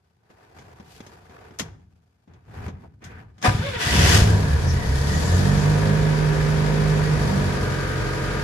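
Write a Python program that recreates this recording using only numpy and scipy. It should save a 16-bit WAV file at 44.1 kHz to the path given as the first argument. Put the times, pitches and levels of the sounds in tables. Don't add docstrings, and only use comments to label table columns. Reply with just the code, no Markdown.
import sys
import numpy as np
from scipy import signal
from scipy.fft import rfft, irfft, next_fast_len
from scipy.io import wavfile
from scipy.ndimage import uniform_filter1d

SR = 44100
rng = np.random.default_rng(int(sys.argv[2]) if len(sys.argv) > 2 else 0)


def int16_out(signal):
    q = np.round(np.clip(np.atleast_2d(signal).T, -1, 1) * 32767)
    wavfile.write(sys.argv[1], SR, q.astype(np.int16))


N = 371763
TIME = np.arange(N) / SR
FFT_SIZE = next_fast_len(N + 8192, True)
BINS = np.fft.rfftfreq(FFT_SIZE, 1 / SR)

# (time [s], firing rate [Hz]); an order is a multiple of this rate
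FIRING_RATE = [(3.9,27),(4.05,35),(4.15,39.5),(4.25,42.2),(4.4,39),(4.53,36.3),(4.7,33.3),(4.85,32),(5,34),(5.15,37.8),(5.34,44.3),(5.45,47.6),(5.6,49.3),(5.8,51.4),(6,51.3),(6.28,50.3),(6.75,51),(7.1,50.6),(7.35,48.6),(7.58,46.1),(8.43,45.95)]
# (time [s], level [dB])
BOOM = [(3.92,-35),(4.17,-17),(4.28,-24),(4.46,-34),(4.54,-17.5),(4.66,-38),(4.77,-18.5),(4.82,-42),(4.89,-20.5),(5.02,-26),(5.1,-25),(5.26,-26),(5.34,-16),(5.6,-31),(5.9,-24.5),(6.3,-45),(7.1,-34),(7.55,-31),(7.95,-36),(8.43,-43)]
THROB = [(3.92,-26),(4.04,-13.5),(4.11,-20.5),(4.22,-23),(4.3,-13.5),(4.48,-29.5),(4.65,-22),(4.75,-23.5),(4.85,-50)]
BARK = [(3.95,-29.5),(4.25,-31),(4.62,-32.5),(4.74,-28.5),(4.84,-37.5),(5.07,-29),(5.16,-24.5),(5.22,-33.5),(5.42,-28.5),(5.52,-26),(5.74,-38),(5.9,-28),(6.3,-47),(6.8,-31.5),(7.17,-42),(7.32,-25.5),(7.55,-37),(8.43,-46.5)]
UNEVEN_COMBUSTION = [(3.5,-29),(3.66,-37),(3.82,-38.5),(3.96,-18.5),(4.22,-19),(4.55,-28),(5.1,-26.5),(5.5,-24.5),(6,-29),(7.02,-29),(7.3,-24.5),(7.9,-32.5),(8.43,-32)]
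# (order [x firing rate]), then (level [dB]) of each at fast and at slow idle
HUM_ORDERS = [1.5, 2.5, 4.5, 6, 7, 8, 9, 10.25, 11, 13]
HUM_FAST_DB = [-43, -39, -39, -42.5, -49, -33.2, -53, -40.5, -54, -49]
HUM_SLOW_DB = [-54, -39.5, -45.5, -50.5, -41.5, -51, -40, -58, -42, -45.5]
# (order [x firing rate]), then (level [dB]) of each
TIMING_ORDERS = [26, 27, 31, 33, 34, 35, 36, 38, 41, 49]
TIMING_DB = [-47, -44.5, -45.5, -46.5, -49, -42.5, -50, -51, -52, -55]
# (frequency [Hz], relative level [dB])
BLOCK_SPECTRUM = [(250,-6),(360,-7.5),(430,-3),(510,-6),(580,-11.5),(670,-8.5),(820,-14),(950,-9.5),(1150,-14)]
VALVE_SPECTRUM = [(1000,-10),(1230,-5.5),(1420,-6.5),(1650,-3.5),(2070,-8.5),(2600,-11.5)]
INTAKE_SPECTRUM = [(2300,-37.5),(3150,-3),(5500,-2.5),(6900,-5.5),(8100,-11),(10500,-8.5),(14700,-22.5)]
RUMBLE_SPECTRUM = [(25, -35), (45, -11), (75, -2.5), (105, -3.5), (140, -5), (200, -12), (280, -19),
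                   (400, -21.5)]
# (time [s], frequency [Hz], level [dB])
BEARING_RASP = [(4.3,1620,-35.5),(4.42,1650,-45),(4.52,1680,-35.5),(4.62,1750,-50),(4.8,1950,-40.5),(4.97,1850,-46),(5.15,1870,-38),(5.21,1900,-47),(5.3,1750,-38),(5.42,1700,-43),(5.49,1850,-38),(5.6,1650,-46),(6.9,1780,-53),(7.1,1920,-43),(7.25,1950,-52)]
BELT_SLIPS = [(4.7,5700,-38),(5.16,6700,-41),(5.26,7100,-42.5),(5.35,6900,-41),(5.6,6900,-43)]
STARTER_WHINE = [(3.54,390,-43),(3.605,410,-41),(3.64,535,-35.5),(3.69,552,-34),(3.715,515,-40),(3.755,485,-31.5),(3.81,440,-44)]
# (frequency [Hz], relative level [dB])
PINION_SPECTRUM = [(200,3.5),(590,-7.5),(720,-4.5),(1290,-7),(1690,-4),(3200,-15),(7000,-23.5),(11000,-28),(15000,-45)]
GRIND_SPECTRUM = [(250,-4.5),(450,-8.5),(850,-12),(1920,-4),(2440,-9.5),(3050,-9),(4000,-9.5)]
SCRAPE_SPECTRUM = [(4000,-2),(6000,0.5),(8000,-7.5),(11500,-9.5),(14500,-22)]
# (frequency [Hz], width [Hz], boost [dB])
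HOUSING_MODES = [(529,30,7.5),(736,45,9),(984,13,17),(1210,25,12),(1655,39,-3.5),(3540,120,7.5),(5100,110,10.5)]
RING_GEAR_MODES = [(700,70,10),(965,50,6.5),(1490,300,2),(1910,70,3.5),(2655,44,7.5),(2880,70,6.5),(3080,68,6),(3430,160,4)]
KNOB_MODES = [(2100,400,5),(3370,390,6.5),(5200,130,8),(6400,500,4)]
# (start [s], length [s], frequency [Hz], level [dB])
GEAR_SQUEALS = [(3.43,.03,1655,-33),(3.805,0.04,1955,-37),(3.875,.04,1940,-34.5)]
KNOB_PULLS = [(2.543,.14,1550,-57),(2.828,0.02,734,-52),(3.012,0.19,1630,-54.5)]
# (time [s], level [dB], tilt [dB/octave])
THUMPS = [(1.605,-37.5,19.5),(2.683,-35,-4),(3.055,-45,-12),(3.175,-48,-13),(3.481,-15.5,-9.5),(3.548,-20.5,-10),(3.595,-21,3),(3.687,-29,-8),(3.763,-28,-7),(3.868,-22,-6),(4.22,-12,-16),(4.29,-21,-18)]
# (time [s], level [dB], tilt [dB/octave], t60 [s])
CONTROL_CLICKS = [(.301,-49,-4,.08),(.585,-48,-1,.15),(.798,-39,-5,.08),(1.003,-37.5,-2,.06),(1.064,-46,0,.1),(1.295,-48,-3,.1),(1.507,-38.5,-6,.07),(1.587,-33,4,.12),(1.595,-23,1,.09),(2.275,-51,-6,.15),(2.335,-54,-2,.08),(2.68,-34,-4,.12),(2.838,-47,-9,.12),(3.02,-45,-5,.12),(3.04,-45,2,.15),(3.38,-53,-1,.12),(3.415,-45,1,.15),(3.425,-30.5,0,.14)]
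# (start [s], rise [s], length [s], cloth [dB], sliding hiss [dB], floor rumble [dB])
DRIVER_MOVES = [(0.162,0.28,0.57,-58.5,-72.5,-60),(0.507,0.076,1.09,-57.5,-69.5,-55),(0.554,0.017,0.096,-53.5,-67,-54),(0.83,0.1,0.14,-72,-58,-57),(1.01,0.049,0.16,-56,-67,-68),(1.258,0.097,0.21,-52,-70.5,-59),(1.592,0.035,0.073,-50,-82,-41.5),(2.282,0.025,0.067,-61,-91,-50),(2.441,0.23,0.22,-44.5,-59.5,-34),(2.775,0.037,.05,-58.5,-72,-58),(3.004,0.037,0.19,-52,-69.5,-43)]
# (frequency [Hz], relative level [dB])
CLICK_SPECTRUM = [(170,3),(450,-8),(700,-12),(1500,-13.5),(4700,-19.5),(6600,-16.5),(7600,-24),(15000,-37)]
CLOTH_SPECTRUM = [(220,-12),(420,-4),(560,-12.5),(770,-7.5),(1050,-13),(1700,-15),(3000,-26)]
SLIDE_SPECTRUM = [(2300,-0.5),(6500,-7),(7900,-12),(12000,-11.5),(15000,-19.5)]
FLOOR_SPECTRUM = [(38,-17.5),(86,1.5),(150,-7),(210,-13.5),(320,-19)]
# (frequency [Hz], level [dB], t60 [s])
CAB_MODES = [(70.6, -13.5, 0.33), (104, 10.5, 0.084), (124, -6.5, 0.29), (157, -3, 0.31),
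             (202, -1.5, 0.093)]
# (frequency [Hz], correlation [0-1])
STEREO_LIKENESS = [(100,.99),(160,.93),(240,.65),(380,.55),(600,0),(9000,0),(12000,.35)]
# (frequency [Hz], left minus right [dB])
STEREO_LEAN = [(60, 1.5), (110, 0.5), (200, 2.5), (380, -1), (700, -1.5), (1290, 3.5), (2500, 0), (4400, 7),
               (8000, 2.5), (15000, -4)]

ENGAGE_S, GRIND_S, CATCH_S, RUNNING_S = 3.437, 3.775, 3.83, 4.17
FAST_IDLE_HZ, USUAL_UNEVEN_DB = 52.5, -27
FULL_THROTTLE_HZ_PER_S = 27.4


def exhaust(firings, pipe_hz=152.5, pipe_width_hz=15.9, flutter=0.26):
    caught = ramp(CATCH_S, 0.2)
    resonance = 1 / (1 + ((3 * curve(FIRING_RATE) - pipe_hz) / pipe_width_hz) ** 4)
    drone = resonance * (1 - 0.41 * ramp(7.15, 0.098))
    bark = level(BARK)
    orders = [  # (order, gain, left minus right [dB])
        (1, caught * amp(-37 + 5.5 * drone), 0), (2, level(BOOM), 0), (2.5, level(THROB), 0),
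        (3, caught * amp(-38 + 17 * drone), -5.5), (4, bark, -6), (5, bark * amp(-9), 0)]
    out = np.zeros((2, N))
    for order, gain, lean_db in orders:
        waver = 1 + flutter * (1 - 0.52 * drone) * drift(25)
        tone = gain * waver * np.sin(2 * np.pi * (order * firings + rng.random()))
        out += tone * amp(np.array([[lean_db], [-lean_db]]) / 2)
    return np.sqrt(2) * out


def hum(firings):
    settled = ramp(6.89, 0.88)
    tones = sum(amp(fast + (slow - fast) * settled) * order_tone(firings, order)
                for order, fast, slow in zip(HUM_ORDERS, HUM_FAST_DB, HUM_SLOW_DB))
    return tones * ramp(5.57, 0.25)


def timing_gears(firings):
    tones = sum(amp(db) * order_tone(firings, order) for order, db in zip(TIMING_ORDERS, TIMING_DB))
    return tones * ramp(7.35, 0.3)


def order_tone(firings, order):
    angle = 2 * np.pi * (order * firings + rng.random()) + 0.15 * drift(15)
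    return np.sqrt(2) * (1 + 0.12 * drift(20)) * np.sin([angle, angle - min(order / 10, 1)])


def machinery(firings):
    puffs = 1 + 0.19 * np.cos(2 * np.pi * firings)
    gulps = 1 + 0.1 * np.cos(2 * np.pi * firings / 4)
    knocks = impacts(firings, t60=0.12, between_db=-2, uneven=0.2, jitter_s=0.0007)
    knocks += 0.83 * noise() * puffs
    ticks = impacts(firings, t60=0.08, between_db=-1.5, uneven=0.25, jitter_s=0.00015)
    ticks += 1.82 * noise() * puffs
    block = coloured(knocks, BLOCK_SPECTRUM)
    block *= running_gain(-33, doubling_db=4, uneven_share=0.48, throttle_db=0.5, growth_s=2.2)
    valves = coloured(ticks, VALVE_SPECTRUM)
    valves *= running_gain(-37, doubling_db=5.5, uneven_share=0, throttle_db=0.5, growth_s=8)
    intake = coloured((noise() + 0.61 * ticks) * gulps, INTAKE_SPECTRUM)
    intake *= running_gain(-45, doubling_db=0.5, uneven_share=0.34, throttle_db=4.5, growth_s=-39)
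    rumble = coloured(noise() * puffs, RUMBLE_SPECTRUM) * level(UNEVEN_COMBUSTION)
    return block + valves + intake + rumble


def impacts(firings, t60, between_db, uneven, jitter_s, count=4):
    out, t = np.zeros((2, N)), np.arange(4096) / SR
    for k in range(count):
        stroke = np.floor(firings - k / count).astype(int)
        hits = np.flatnonzero(np.diff(stroke))
        cylinder_gain = np.array([1.12, 0.9, 1.05, 0.93])[stroke[hits] % 4]
        force = cylinder_gain * (1 + uneven * rng.standard_normal(N)[:len(hits)])
        slop = np.round(jitter_s * SR * rng.standard_normal(len(hits))).astype(int)
        train = np.zeros((1, N))
        train[0, np.clip(hits + slop, 0, N - 1)] = force * amp(between_db if k else 0)
        ring = rng.standard_normal((2, len(t))) * amp(-60 * t / t60)
        out += signal.oaconvolve(train, ring, axes=1)[:, :N]
    return evened(out)


def running_gain(db, doubling_db, uneven_share, throttle_db, growth_s):
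    speed = curve(FIRING_RATE)
    climb = uniform_filter1d(np.gradient(speed) * SR, int(0.23 * SR))
    throttle = np.clip(climb / FULL_THROTTLE_HZ_PER_S, 0, 1)
    speed_db = doubling_db * np.log2(speed / FAST_IDLE_HZ)
    uneven_db = uneven_share * (curve(UNEVEN_COMBUSTION) - USUAL_UNEVEN_DB)
    onset = np.exp(np.minimum(TIME - RUNNING_S, 0) / growth_s) * (TIME > ENGAGE_S)
    return amp(db + speed_db + uneven_db + throttle_db * throttle) * onset


def starter(chatter_db=1.5, grind_length=0.38):
    teeth = amp(chatter_db * drift(400))
    crash = ringing(coloured(noise() * teeth, PINION_SPECTRUM), HOUSING_MODES)
    crash *= amp(-19.5) * envelope(ENGAGE_S, rise=0.011, length=0.028, t60=0.26)
    motor = coloured(noise() * teeth, PINION_SPECTRUM[:-2])
    motor *= amp(-44.5) * envelope(ENGAGE_S, rise=0.011, length=GRIND_S - ENGAGE_S, t60=0.26)
    grinding = envelope(GRIND_S, rise=0.04, length=grind_length, t60=0.48)
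    elapsed = np.clip(TIME - GRIND_S, 0, grind_length)
    grind = ringing(coloured(noise() * teeth, GRIND_SPECTRUM), RING_GEAR_MODES) * amp(-29 + 19 * elapsed)
    scrape = coloured(noise() * teeth, SCRAPE_SPECTRUM) * amp(-38.5 + 33.5 * elapsed)
    brushes = ringing(coloured(noise(), [(2000, 12), (3600, 9.5), (6500, -17.5)]), HOUSING_MODES)
    brushes *= level(STARTER_WHINE, column=2) * amp(-5)
    return crash + motor + grinding * (grind + scrape) + brushes


def starter_groan(overtone_db=-8):
    overtones = sum(rasp([(s, k * hz, db + overtone_db) for s, hz, db in STARTER_WHINE], width_hz=100)
                    for k in (2, 3, 4))
    return rasp(STARTER_WHINE, width_hz=70) + overtones


def gear_squeal(wobble_rad=0.54):
    out = np.zeros((2, N))
    for s, length, hz, db in GEAR_SQUEALS:
        tone = np.sin([2 * np.pi * hz * TIME + wobble_rad * drift(250) for _ in range(2)])
        out += 2 * amp(db) * tone * envelope(s, rise=0.015, length=length, t60=0.1)
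    return out


def thumps(rise_s=0.0037):
    out, t = np.zeros((2, N)), np.arange(SR // 2) / SR
    for s, db, tilt_db in THUMPS:
        ring = sum(amp(mode_db + tilt_db * np.log2(hz / 120) - 60 * t / t60) * np.sin(2 * np.pi * hz * t)
                   for hz, mode_db, t60 in CAB_MODES)
        add(out, s, -amp(db) * ring * (1 - np.exp(-t / rise_s)))
    return out


def bearing_and_belt():
    out = rasp(BEARING_RASP, width_hz=200)
    for s, hz, db in BELT_SLIPS:
        out += rasp([(s - 0.003, hz, db), (s + 0.003, hz, db)], width_hz=1700)
    return out


def clicks(tail_db=-20, tail_t60=0.42, tail_tilt_db=-3, rise_s=0.0017):
    out, t = np.zeros((2, N)), np.arange(16384) / SR
    hz = np.fft.rfftfreq(len(t), 1 / SR)
    octaves = np.log2(np.maximum(hz, 400) / 2500)
    colour = amp(spectrum_at(CLICK_SPECTRUM, hz) + boost(KNOB_MODES, hz)) * (hz > CLICK_SPECTRUM[0][0])

    def burst(tilt_db):
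        white = rfft(rng.standard_normal((2, len(t))))
        return evened(irfft(white * colour * amp(tilt_db * octaves)))

    for s, db, tilt_db, t60 in CONTROL_CLICKS:
        snap = burst(tilt_db) * amp(db - 60 * t / t60)
        tail = burst(tilt_db + tail_tilt_db) * amp(db + tail_db - 60 * t / tail_t60)
        add(out, s, np.minimum(t / rise_s, 1) * (snap + tail))
    return out


def knobs(spread=0.07):
    out = np.zeros((2, N))
    for s, length, hz, db in KNOB_PULLS:
        band = coloured(noise(), [(hz * (1 - spread), 0), (hz * (1 + spread), 0)])
        out += band * amp(db) * envelope(s, rise=0.015, length=length, t60=0.095)
    return out


def driver():
    catches = amp(2.3 * drift(260) + 1.7 * drift(35))
    cloth = coloured(noise() * catches, CLOTH_SPECTRUM) * movements(column=3, t60=0.47, quiet_db=-75.5)
    slide = coloured(noise() * catches, SLIDE_SPECTRUM) * movements(column=4, t60=0.25, quiet_db=-83)
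    floor = coloured(noise(), FLOOR_SPECTRUM) * movements(column=5, t60=1, quiet_db=-67.5)
    return cloth + slide + floor


def movements(column, t60, quiet_db):
    power = sum((amp(move[column]) * envelope(*move[:3], t60)) ** 2 for move in DRIVER_MOVES)
    return np.sqrt(amp(2 * quiet_db) + power)


def panels(x, ripple_db=2.6, spacing_hz=35):
    ripple = np.array([np.interp(BINS / spacing_hz, np.arange(N), side) for side in noise()])
    depth_db = ripple_db * np.clip(BINS / 1500, 0, 1)
    return filtered(x, amp(depth_db * ripple))


def cab(x):
    left, scattered = rfft(x, FFT_SIZE)
    likeness = np.clip(spectrum_at(STEREO_LIKENESS, BINS), -1, 1)
    lean = amp(spectrum_at(STEREO_LEAN, BINS) / 2)
    right = likeness * left + np.sqrt(1 - likeness ** 2) * scattered
    return irfft(np.array([left * lean, right / lean]) / np.sqrt(1 + np.abs(likeness)))[:, :N]


def rasp(rows, width_hz):
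    angle = 2 * np.pi * np.cumsum(curve(rows)) / SR
    band = [drift(width_hz) * np.cos(angle) + drift(width_hz) * np.sin(angle) for _ in range(2)]
    return np.sqrt(2) * level(rows, column=2) * np.array(band)


def ringing(x, modes):
    return evened(filtered(x, amp(boost(modes, BINS))))


def boost(modes, hz):
    return sum(db / (1 + (2 * (hz - centre) / width) ** 2) for centre, width, db in modes)


def coloured(x, spectrum):
    skirts = (1 + (spectrum[0][0] / (BINS + 1)) ** 8) * (1 + (BINS / spectrum[-1][0]) ** 8)
    return evened(filtered(x, amp(spectrum_at(spectrum, BINS)) / np.sqrt(skirts)))


def filtered(x, gain):
    return irfft(rfft(x, FFT_SIZE) * gain)[:, :N]


def spectrum_at(points, hz):
    point_hz, value = np.transpose(points)
    return np.interp(np.log(hz + 1), np.log(point_hz + 1), value)


def envelope(start, rise, length, t60):
    return ramp(start, rise) * amp(-60 * np.clip(TIME - start - length, 0, 3 * t60) / t60)


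def ramp(start, rise):
    return np.clip((TIME - start) / rise, 0, 1)


def curve(rows, column=1):
    rows = np.array(rows)
    return np.interp(TIME, rows[:, 0], rows[:, column])


def level(rows, column=1, fade_s=0.031):
    outside = np.maximum(rows[0][0] - TIME, TIME - rows[-1][0]).clip(0)
    return amp(curve(rows, column)) * np.exp(-outside / fade_s)


def noise():
    return rng.standard_normal((2, N))


def drift(rate_hz):
    return np.interp(TIME * rate_hz, np.arange(16384), rng.standard_normal(16384))


def amp(db):
    return 10 ** (np.asarray(db) / 20)


def evened(x):
    return x / np.sqrt(np.mean(x.mean(0) ** 2) + 1e-20)


def add(mix, s, sound):
    part = mix[:, round(s * SR):][:, :sound.shape[-1]]
    part += sound[..., :part.shape[-1]]


def scene():
    firings = np.cumsum(curve(FIRING_RATE)) / SR + 0.002 * drift(25)
    clatter = panels(driver() + knobs() + starter() + starter_groan() + gear_squeal() + machinery(firings))
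    scattered = cab(clatter + clicks() + bearing_and_belt())
    return scattered + hum(firings) + timing_gears(firings) + exhaust(firings) + thumps()


def record(dry):
    lowpass = signal.firwin(255, 14700, window=("kaiser", 8), fs=SR)
    return signal.oaconvolve(dry, lowpass[None], "same")


dry = scene()
out = record(dry)
int16_out(out)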